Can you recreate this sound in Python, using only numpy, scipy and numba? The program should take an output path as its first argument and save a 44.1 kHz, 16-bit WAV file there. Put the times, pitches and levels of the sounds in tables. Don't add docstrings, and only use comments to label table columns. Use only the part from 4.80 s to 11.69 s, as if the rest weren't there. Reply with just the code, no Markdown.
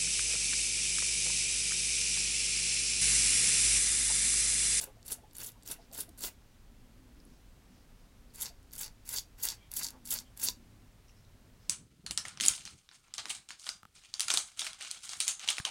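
import sys
import numpy as np
from scipy import signal
from scipy.fft import rfft, irfft, next_fast_len
from scipy.io import wavfile
from scipy.ndimage import uniform_filter1d
from numba import njit

SR = 44100
rng = np.random.default_rng(int(sys.argv[2]) if len(sys.argv) > 2 else 0)


def undo_db(level):
    steps = np.asarray(level, float) / 20
    return 10 ** steps


def store_pcm(level_fs):
    pcm = np.round(np.clip(level_fs, -1, 1) * 32767).astype(np.int16)
    wavfile.write(sys.argv[1], SR, np.atleast_2d(pcm).T)


N = 303849
T = np.arange(N) / SR
REGRIP_S = 2.5


def level(x, db):
    return x * undo_db(db) / np.sqrt(np.mean(x ** 2))


def colour(x, points):
    hz, db = np.transpose(points)
    size = next_fast_len(len(x))
    f = np.arange(size // 2 + 1) * SR / size + 1
    gain_db = np.interp(np.log(f), np.log(hz), db)
    return irfft(rfft(x, size) * undo_db(gain_db), size)[:len(x)]


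def mode(x, hz, t60):
    pole = np.exp(2j * np.pi * hz / SR - np.log(1000) / (t60 * SR))
    return signal.lfilter([1], [1, -pole], x).imag


def narrow(hz, width, count=N):
    t60 = np.log(1000) / (np.pi * width)
    return level(mode(rng.standard_normal(count), hz, t60), 0)


def walk(rate):
    k = int(SR / rate)
    held = np.repeat(rng.standard_normal(N // k + 1), k)
    return 1.262 * uniform_filter1d(uniform_filter1d(held, k), k)[:N]


def samples(s):
    return (s * SR).astype(np.int64)


@njit
def grains(length, start, hz, cycles, size):
    out = np.zeros(length)
    for k in range(len(start)):
        rise = cycles[k] * SR / hz[k]
        pole = np.exp(2j * np.pi * hz[k] / SR - 1 / rise)
        z = size[k] * np.e / rise + 0j
        for i in range(min(length - start[k], int(9 * rise))):
            out[start[k] + i] += i * z.imag
            z *= pole
    return out


def fading(s, db, fall_s):
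    starts = np.bincount(samples(s), undo_db(db), N)
    steps = signal.lfilter([1], [1, -np.exp(-1 / (fall_s * SR))], starts)
    return uniform_filter1d(steps, int(.0019 * SR))


def body(x, modes):
    out = np.zeros(N)
    for k, (hz, face_db, side_db, t60) in enumerate(modes):
        weight = np.where(T < REGRIP_S, undo_db(face_db), undo_db(side_db))
        out += (-1) ** k * weight * mode(x, hz, t60)
    return out


# start_s, peak_db
FACE_SNAPS = [(0.012, -22), (0.021, -27), (0.04, -22), (.2661, -32), (.2804, -25), (0.3153, -39),
              (.3207, -31), (.567, -28), (.5715, -36), (.5831, -27), (0.6018, -33), (0.6455, -26),
              (.6906, -43), (.702, -47), (.719, -37), (0.833, -36.5), (0.862, -31), (0.876, -25),
              (.887, -27), (.903, -25), (0.9125, -27), (0.9277, -35), (1.134, -31), (1.1475, -28),
              (1.1963, -34), (1.2165, -37), (1.292, -34), (1.3906, -29), (1.439, -21), (1.462, -35)]
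# start_s, peak_db
PECKS = [(0.533, -40), (1.3767, -37), (1.407, -29), (1.455, -32), (3.5384, -43), (3.5474, -36),
         (3.558, -32), (3.606, -33), (3.829, -50), (3.9181, -40), (3.9348, -26), (3.954, -29), (3.962, -26),
         (4.277, -32), (4.291, -17.5), (4.586, -54), (4.6027, -47), (4.9162, -23.5), (4.9282, -39),
         (4.938, -21), (4.952, -42), (5.2545, -30), (5.26, -29), (5.2733, -25.5), (5.2793, -40.5),
         (5.2996, -41), (5.575, -29), (5.598, -25), (5.617, -39)]
# start_s, peak_db
SIDE_SNAPS = [(3.6134, -29), (3.6194, -17.5), (3.626, -23), (3.6306, -24), (3.993, -30), (4.0122, -23),
              (4.3076, -33), (4.3277, -38), (4.341, -20), (4.635, -18), (4.6527, -15), (4.9662, -14),
              (4.9738, -29), (4.978, -25.5), (4.992, -41), (4.9983, -38), (5.1053, -28), (5.315, -13),
              (5.3248, -17), (5.339, -14), (5.6339, -14), (5.6401, -17), (5.649, -15)]
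# start_s, brass_peak_db
RIM_SNAPS = [(.2286, -46), (.511, -50), (0.8247, -48), (1.1147, -46.5), (3.91, -50), (3.6573, -27.5),
             (3.6655, -32), (3.6892, -48.5), (4.0318, -29.5), (4.0423, -35), (4.068, -44), (4.0796, -38),
             (4.3847, -20), (4.687, -18.5), (4.702, -25), (4.7435, -47), (5.02, -41), (5.045, -24),
             (5.0517, -31), (5.0668, -25), (5.0779, -41), (5.086, -30), (5.371, -33), (5.388, -25),
             (5.6858, -15), (5.703, -29.5)]
# wire_pitch_hz, wires_above_row_db, brass_above_row_db
SNAP_KINDS = [
    (10540, -3, -18.5),
    (10660, -3.5, -17),
    (11500, -3, -20),
    (8800, -11, -1),
]


def tufts():
    snap_rows = []
    for events, (hz, wire_db, brass_db) in zip((FACE_SNAPS, PECKS, SIDE_SNAPS, RIM_SNAPS), SNAP_KINDS):
        snap_rows += [(s, db + wire_db, hz, db + brass_db) for s, db in events]
    return np.transpose(snap_rows)


GRAZE_DB, SWELL_POWER = (-52, -56.5), (1.4, 1.8)
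RIM_SHARE = (0.25, 0.57)
BRASS_GRAZE_DB, BRASS_BITE_DB, BRASS_RIM_DB, BRASS_LIFT_DB = (-3, -1), (-5.5, -10.5), (-3.5, -2.5), (-4.5, 4.5)
HANDLE_GRAZE_DB, HANDLE_BITE_DB, HANDLE_LIFT_DB = (-61, -66.5), (-49.5, -49), (-52.5, -61)
HANDLE_LAG = (0.13, 0.25)
HANDLE_SHARE = 0.41
LAND_S, LAND_DB = 0.01, -24
FADE_DB_S = (900, 850, 382)


def stroke_db(t, touch, bite, lift, db, lift_db):
    grip = int(touch > REGRIP_S)
    graze = GRAZE_DB[grip]
    rim = bite + RIM_SHARE[grip] * (lift - bite)
    shake = bite + HANDLE_LAG[grip] * (lift - bite)
    force = HANDLE_SHARE * (db + 37)
    swell = np.clip((t - touch) / (bite - touch), 0, 1) ** SWELL_POWER[grip]

    def press(start_db, s, dbs):
        return start_db + swell * (np.interp(t, s, dbs) - start_db)

    bristles = press(graze, [bite, lift], [db, lift_db])
    brass_dbs = [db + BRASS_BITE_DB[grip], db + BRASS_RIM_DB[grip], lift_db + BRASS_LIFT_DB[grip]]
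    brass = press(graze + BRASS_GRAZE_DB[grip], [bite, rim, lift], brass_dbs)
    handle_dbs = [HANDLE_GRAZE_DB[grip], force + HANDLE_BITE_DB[grip], force + HANDLE_LIFT_DB[grip]]
    handle = np.interp(t, [touch, shake, lift], handle_dbs)
    landing = LAND_DB * np.maximum(touch - t, 0) / LAND_S
    fade = np.outer(FADE_DB_S, np.maximum(t - lift, 0))
    return np.array([bristles, brass, handle]) + landing - fade


# first_touch_s, full_bite_s, last_lift_s
STROKES = [(-.04, .022, .042), (.255, .322, .338), (.552, .575, .69), (.857, .915, .932),
           (1.13, 1.195, 1.222), (1.383, 1.44, 1.476), (3.542, 3.624, 3.69), (3.93, 4.01, 4.08),
           (4.255, 4.32, 4.392), (4.585, 4.636, 4.74), (4.912, 4.97, 5.092), (5.252, 5.322, 5.402),
           (5.57, 5.638, 5.7)]
# bristles_at_bite_db, bristles_at_lift_db
FORCES = [(-36.5, -44.5), (-38.5, -42), (-48.5, -51), (-38.5, -45), (-41, -41), (-35.5, -38), (-38, -56),
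          (-39, -62), (-37.5, -40.5), (-32.5, -53.5), (-35.5, -53), (-37, -50.5), (-30, -46.5)]
# start_s, peak_db
ROWS = [(0.2576, -39), (0.3014, -36), (0.553, -38), (0.6, -22), (0.6315, -18.5), (0.661, -19),
        (1.1762, -19), (3.98, -18), (4.2583, -51), (4.3586, -26), (4.627, -18.5), (5.0315, -12),
        (5.3047, -11), (5.646, -14)]
# freq_hz, gain_db
BRISTLE = [(1760, -75), (3000, -1), (4070, -16), (4610, -13.5), (6000, -9), (7380, -2.5), (9020, -7.5),
           (9870, 0), (15700, -3.5)]
# pitch_hz, face_db, side_db, t60_s
BRASS = [(3580, -4, -5.5, 0.0053), (4560, 2, 3, 0.0078), (4780, -2, 1.4, 0.0078), (5450, -1.5, 1, 0.0052),
         (6510, -6, 0, 0.005), (7410, -3.5, -4.5, 0.0075), (8500, -1, -7, 0.0055)]
# pitch_hz, face_db, side_db, t60_s
HANDLE = [(247, 0.5, -5, 0.01), (439, -5, -9, 0.033), (690, -5, -8, 0.018), (925, -6, -4, 0.025),
          (1544, 0.5, 2.5, 0.0088), (2062, -2.5, 1.5, 0.011), (2790, 2.5, 3.5, 0.0071)]
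SLIPS_PER_S, SLIP_SCATTER_DB = 9000, 4
TUFT_DB, TUFT_RATE = 3, 180
CLUMP_DB, CLUMP_RATE = 1.5, 70
PATCH_DB, PATCH_RATE = 2.5, 45
FLURRY_DB, FLURRY_S = -14.5, 0.0025
ROW_DB, ROW_S = -23, 0.014


def scrub():
    count = int(SLIPS_PER_S * N / SR)
    when, strength, shortness, twist = rng.random((count, 4)).T
    start = (when * N).astype(np.int64)
    size = undo_db(-SLIP_SCATTER_DB * np.log(1 - .985 * strength)) * np.sign(twist - .5)
    blows = np.bincount(start, size, N)

    drift = np.array([walk(PATCH_RATE) for _ in range(5)])
    patches = drift[(shortness * 5).astype(np.int64), start]
    pitch, cycles = 3500 + 13000 * shortness, 1.0 + 1.9 * twist ** 2
    wires = grains(N, start, pitch, cycles, size * undo_db(PATCH_DB * patches))
    bristles = level(colour(wires, BRISTLE), 0)
    brass = level(body(blows, BRASS), 0)
    handle = level(body(blows, HANDLE), 0)

    gains = np.zeros((3, N))
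    trim_db = np.array([[1.5], [5.5], [1.5]])
    for stroke, force in zip(STROKES, FORCES):
        on = (T > stroke[0] - .05) & (T < stroke[2] + .2)
        gains[:, on] += undo_db(stroke_db(T[on], *stroke, *force) - trim_db)
    clumps = CLUMP_DB * walk(CLUMP_RATE) * np.array([[1], [1], [.5]])
    flutter = np.array([undo_db(TUFT_DB * walk(TUFT_RATE)) for _ in range(3)])
    gains *= undo_db(clumps - 0.97) * flutter

    s, db = tufts()[:2]
    gains[0] += fading(s, db + FLURRY_DB, FLURRY_S)
    s, db = np.transpose(ROWS)
    gains[0] += fading(s, db + ROW_DB, ROW_S)
    return gains[0] * bristles + gains[1] * brass + gains[2] * handle


def drone(hz, db):
    phase = 2 * np.pi * np.cumsum(hz * (1 + .035 * walk(11))) / SR
    tone = undo_db(4.0 * walk(14)) * np.sin(phase)
    return undo_db(db) * (tone + undo_db(1.0) * narrow(hz, 0.28 * hz))


# freq_hz, gain_db
SHOP = [(11, -31), (18, -2.5), (38, -3.5), (52, -4.5), (74, -11.5), (169, -17.5), (244, -18), (315, -23),
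        (848, -30), (5500, -38), (15700, -45)]
# start_s, length_s, level_db
SPELLS = [
    (0.207, 0.25, -67),
    (.62, 0.87, -63),
    (1.876, 0.52, -61),
    (2.367, 0.19, -56.5),
    (2.838, 0.18, -60.5),
    (3.1, 0.89, -69),
    (4.925, 0.557, -58),
    (5.59, 0.49, -58.5),
    (6.55, 0.2, -64.5),
]
# time_s, level_db
LOW_DRONE = [
    (0, -68),
    (.29, -59),
    (.55, -63),
    (1.4, -65),
    (2.3, -64),
    (3.0, -79),
    (3.8, -67),
    (4.1, -62),
    (6.89, -59.5),
]


def shop():
    noise = level(colour(rng.standard_normal(N), SHOP), -58)
    rumble = signal.sosfilt(signal.butter(2, 400, fs=SR, output="sos"), noise)
    spells = np.zeros(N)
    for s, length, db in SPELLS:
        edge = np.minimum(T - s, s + length - T) / .05 + .5
        spells += undo_db(db) * np.clip(edge, 0, 1) ** 2
    low_db = np.interp(T, *np.transpose(LOW_DRONE))
    drones = spells * drone(249, -7.0) + drone(106, low_db - 6.5)
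    wander = undo_db(1.0 * walk(2.3)) - 1
    return noise * undo_db(0.21 * walk(2)) + wander * rumble + drones


def snaps():
    s, db, hz, brass_db = tufts()
    hz = hz * (1 + .08 * rng.standard_normal(len(s)))
    u = rng.random((len(s), 3, 7))
    late = u[:, 0] * (np.arange(7) > 0)
    size = undo_db(db[:, None] - 5.5 - 18.0 * np.abs(late - .2))
    pitch = np.clip(hz[:, None] * 1.25 ** (2 * u[:, 1] - 1), 5000, 15500)
    start = samples(s[:, None] - .0005 + 0.0022 * late)
    cycles = 0.58 + 1.6 * u[:, 2]
    wires = grains(N, start.ravel(), pitch.ravel(), cycles.ravel(), size.ravel())
    blows = np.bincount(samples(s) - 6, undo_db(brass_db - 4.0), N)
    return wires + body(blows, BRASS) + undo_db(-25) * body(blows, HANDLE)


# start_s, peak_db, pitch_hz, swell_cycles
BUMPS = [(.012, -53, 690, 5.7), (.07, -54.5, 530, 5.8), (.31, -52, 440, 3.9), (.38, -59, 694, 5.2),
         (.432, -60, 430, 1.7), (.435, -56, 850, 5.1), (.755, -59, 973, 6.5), (.905, -51.5, 440, 3.5),
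         (.985, -55, 680, 5.9), (1.122, -52.5, 673, 4.5), (1.185, -55, 428, 3), (1.195, -58, 915, 5.5),
         (1.28, -56.5, 690, 4.7), (1.283, -56.5, 322, 2.5), (3.7, -57.5, 696, 5.4), (5.14, -60, 516, 5.5)]


def hand_bumps():
    s, db, hz, cycles = np.transpose(BUMPS)
    u = rng.random((len(s), 2, 4))
    u[:, :, 0] = .5
    start = samples(np.abs(s[:, None] + .014 * (2 * u[:, 0] - 1)))
    pitch = hz[:, None] * (1 + .16 * 4 * (u[:, 1] - .5))
    size = undo_db(db[:, None] - 1.5 - 8.0 * (np.arange(4) > 0))
    swell = np.repeat(0.89 * cycles, 4)
    return grains(N, start.ravel(), pitch.ravel(), swell, size.ravel())


# centre_s, half_length_s, pitch_hz, width_hz, level_db
RUBS = [(0.091, .04, 850, 300, -60.5), (0.181, 0.046, 690, 90, -66.5), (1.029, .06, 5000, 900, -69),
        (2.532, .1, 5600, 1400, -75), (2.973, 0.13, 5230, 1500, -74), (3.233, 0.13, 4800, 1500, -78),
        (4.832, .09, 3200, 140, -69.5), (4.84, 0.061, 2320, 60, -70), (5.15, 0.067, 910, 500, -61.5),
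        (5.47, .04, 3200, 120, -71), (6.302, .025, 5600, 500, -69), (6.385, .05, 5400, 400, -74),
        (6.845, 0.076, 5240, 1200, -71)]


def glove_rubs():
    out = np.zeros(N)
    for s, length, hz, width, db in RUBS:
        near = np.abs(T - s) < length
        swell = np.cos(np.pi / 2 * (T[near] - s) / length) ** 2
        out[near] += undo_db(db) * swell * narrow(hz, width, count=near.sum())
    return out


# start_s, peak_db
KNOCKS = [
    (1.438, -23.5),
    (4.3819, -27),
    (4.6872, -38),
    (5.6869, -17.5),
]
# pitch_hz, level_db, t60_s
KNOCK = [(1002, -14.5, 0.071), (4400, 0, 0.0055), (4800, 5, 0.0059), (5600, 7, 0.0095), (6100, -8, 0.007),
         (7000, -12, 0.0061), (8150, -19, .004)]


def knocks():
    s, db = np.transpose(KNOCKS)
    blows = np.bincount(samples(s) - 4, undo_db(db - 13.0), N)
    blows = blows - undo_db(-9.0) * np.roll(blows, int(0.001274 * SR))
    return sum(undo_db(mode_db) * mode(blows, hz, t60) for hz, mode_db, t60 in KNOCK)


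# start_s, peak_db, pitch_hz
TICKS = [
    (2.4019, -48, 5060),
    (2.4523, -42.5, 10200),
    (3.5049, -54, 4620),
    (6.2836, -51, 5600),
    (6.2931, -52, 5800),
    (6.2955, -53, 2680),
    (6.4487, -56, 3900),
    (6.451, -56, 5920),
    (6.4744, -59, 4110),
]


def glove_ticks():
    s, db, hz = np.transpose(TICKS)
    return grains(N, samples(s), 1. * hz, 2.0 + 0 * s, undo_db(db - 3.5))


BENCH_ECHO_S, BENCH_ECHO_DB = .0036, -18
ROOM_T60_S, ROOM_DB = 0.16, -13
SHIFT_S = .03


def room(near):
    t = T[:int(ROOM_T60_S * SR)]
    out = np.zeros(N)
    for place in range(6):
        tail = rng.standard_normal(len(t)) * undo_db(-60 * t / ROOM_T60_S) * (t > BENCH_ECHO_S)
        tail = colour(tail, [(200, -4), (1500, 1.5), (5000, 0), (15000, -3.5)])
        tail *= undo_db(ROOM_DB) / np.sqrt(np.sum(tail ** 2))
        here = np.sqrt(np.clip(1 - np.abs((T / SHIFT_S - place) % 6 - 1), 0, 1))
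        out += signal.fftconvolve(near * here, tail)[:N]
    return out


def scene():
    near = scrub() + snaps() + hand_bumps() + glove_rubs() + knocks() + glove_ticks()
    bench = undo_db(BENCH_ECHO_DB) * np.roll(near, int(BENCH_ECHO_S * SR))
    return (near + bench + shop() + room(near))[None]


def top_cut(x):
    return signal.sosfilt(signal.butter(12, 16660, fs=SR, output="sos"), x)


def record(dry):
    mix = signal.sosfilt(signal.ellip(10, .3, 45, 16050, fs=SR, output="sos"), dry)
    return top_cut(mix)


dry = scene()
out = record(dry)
store_pcm(out)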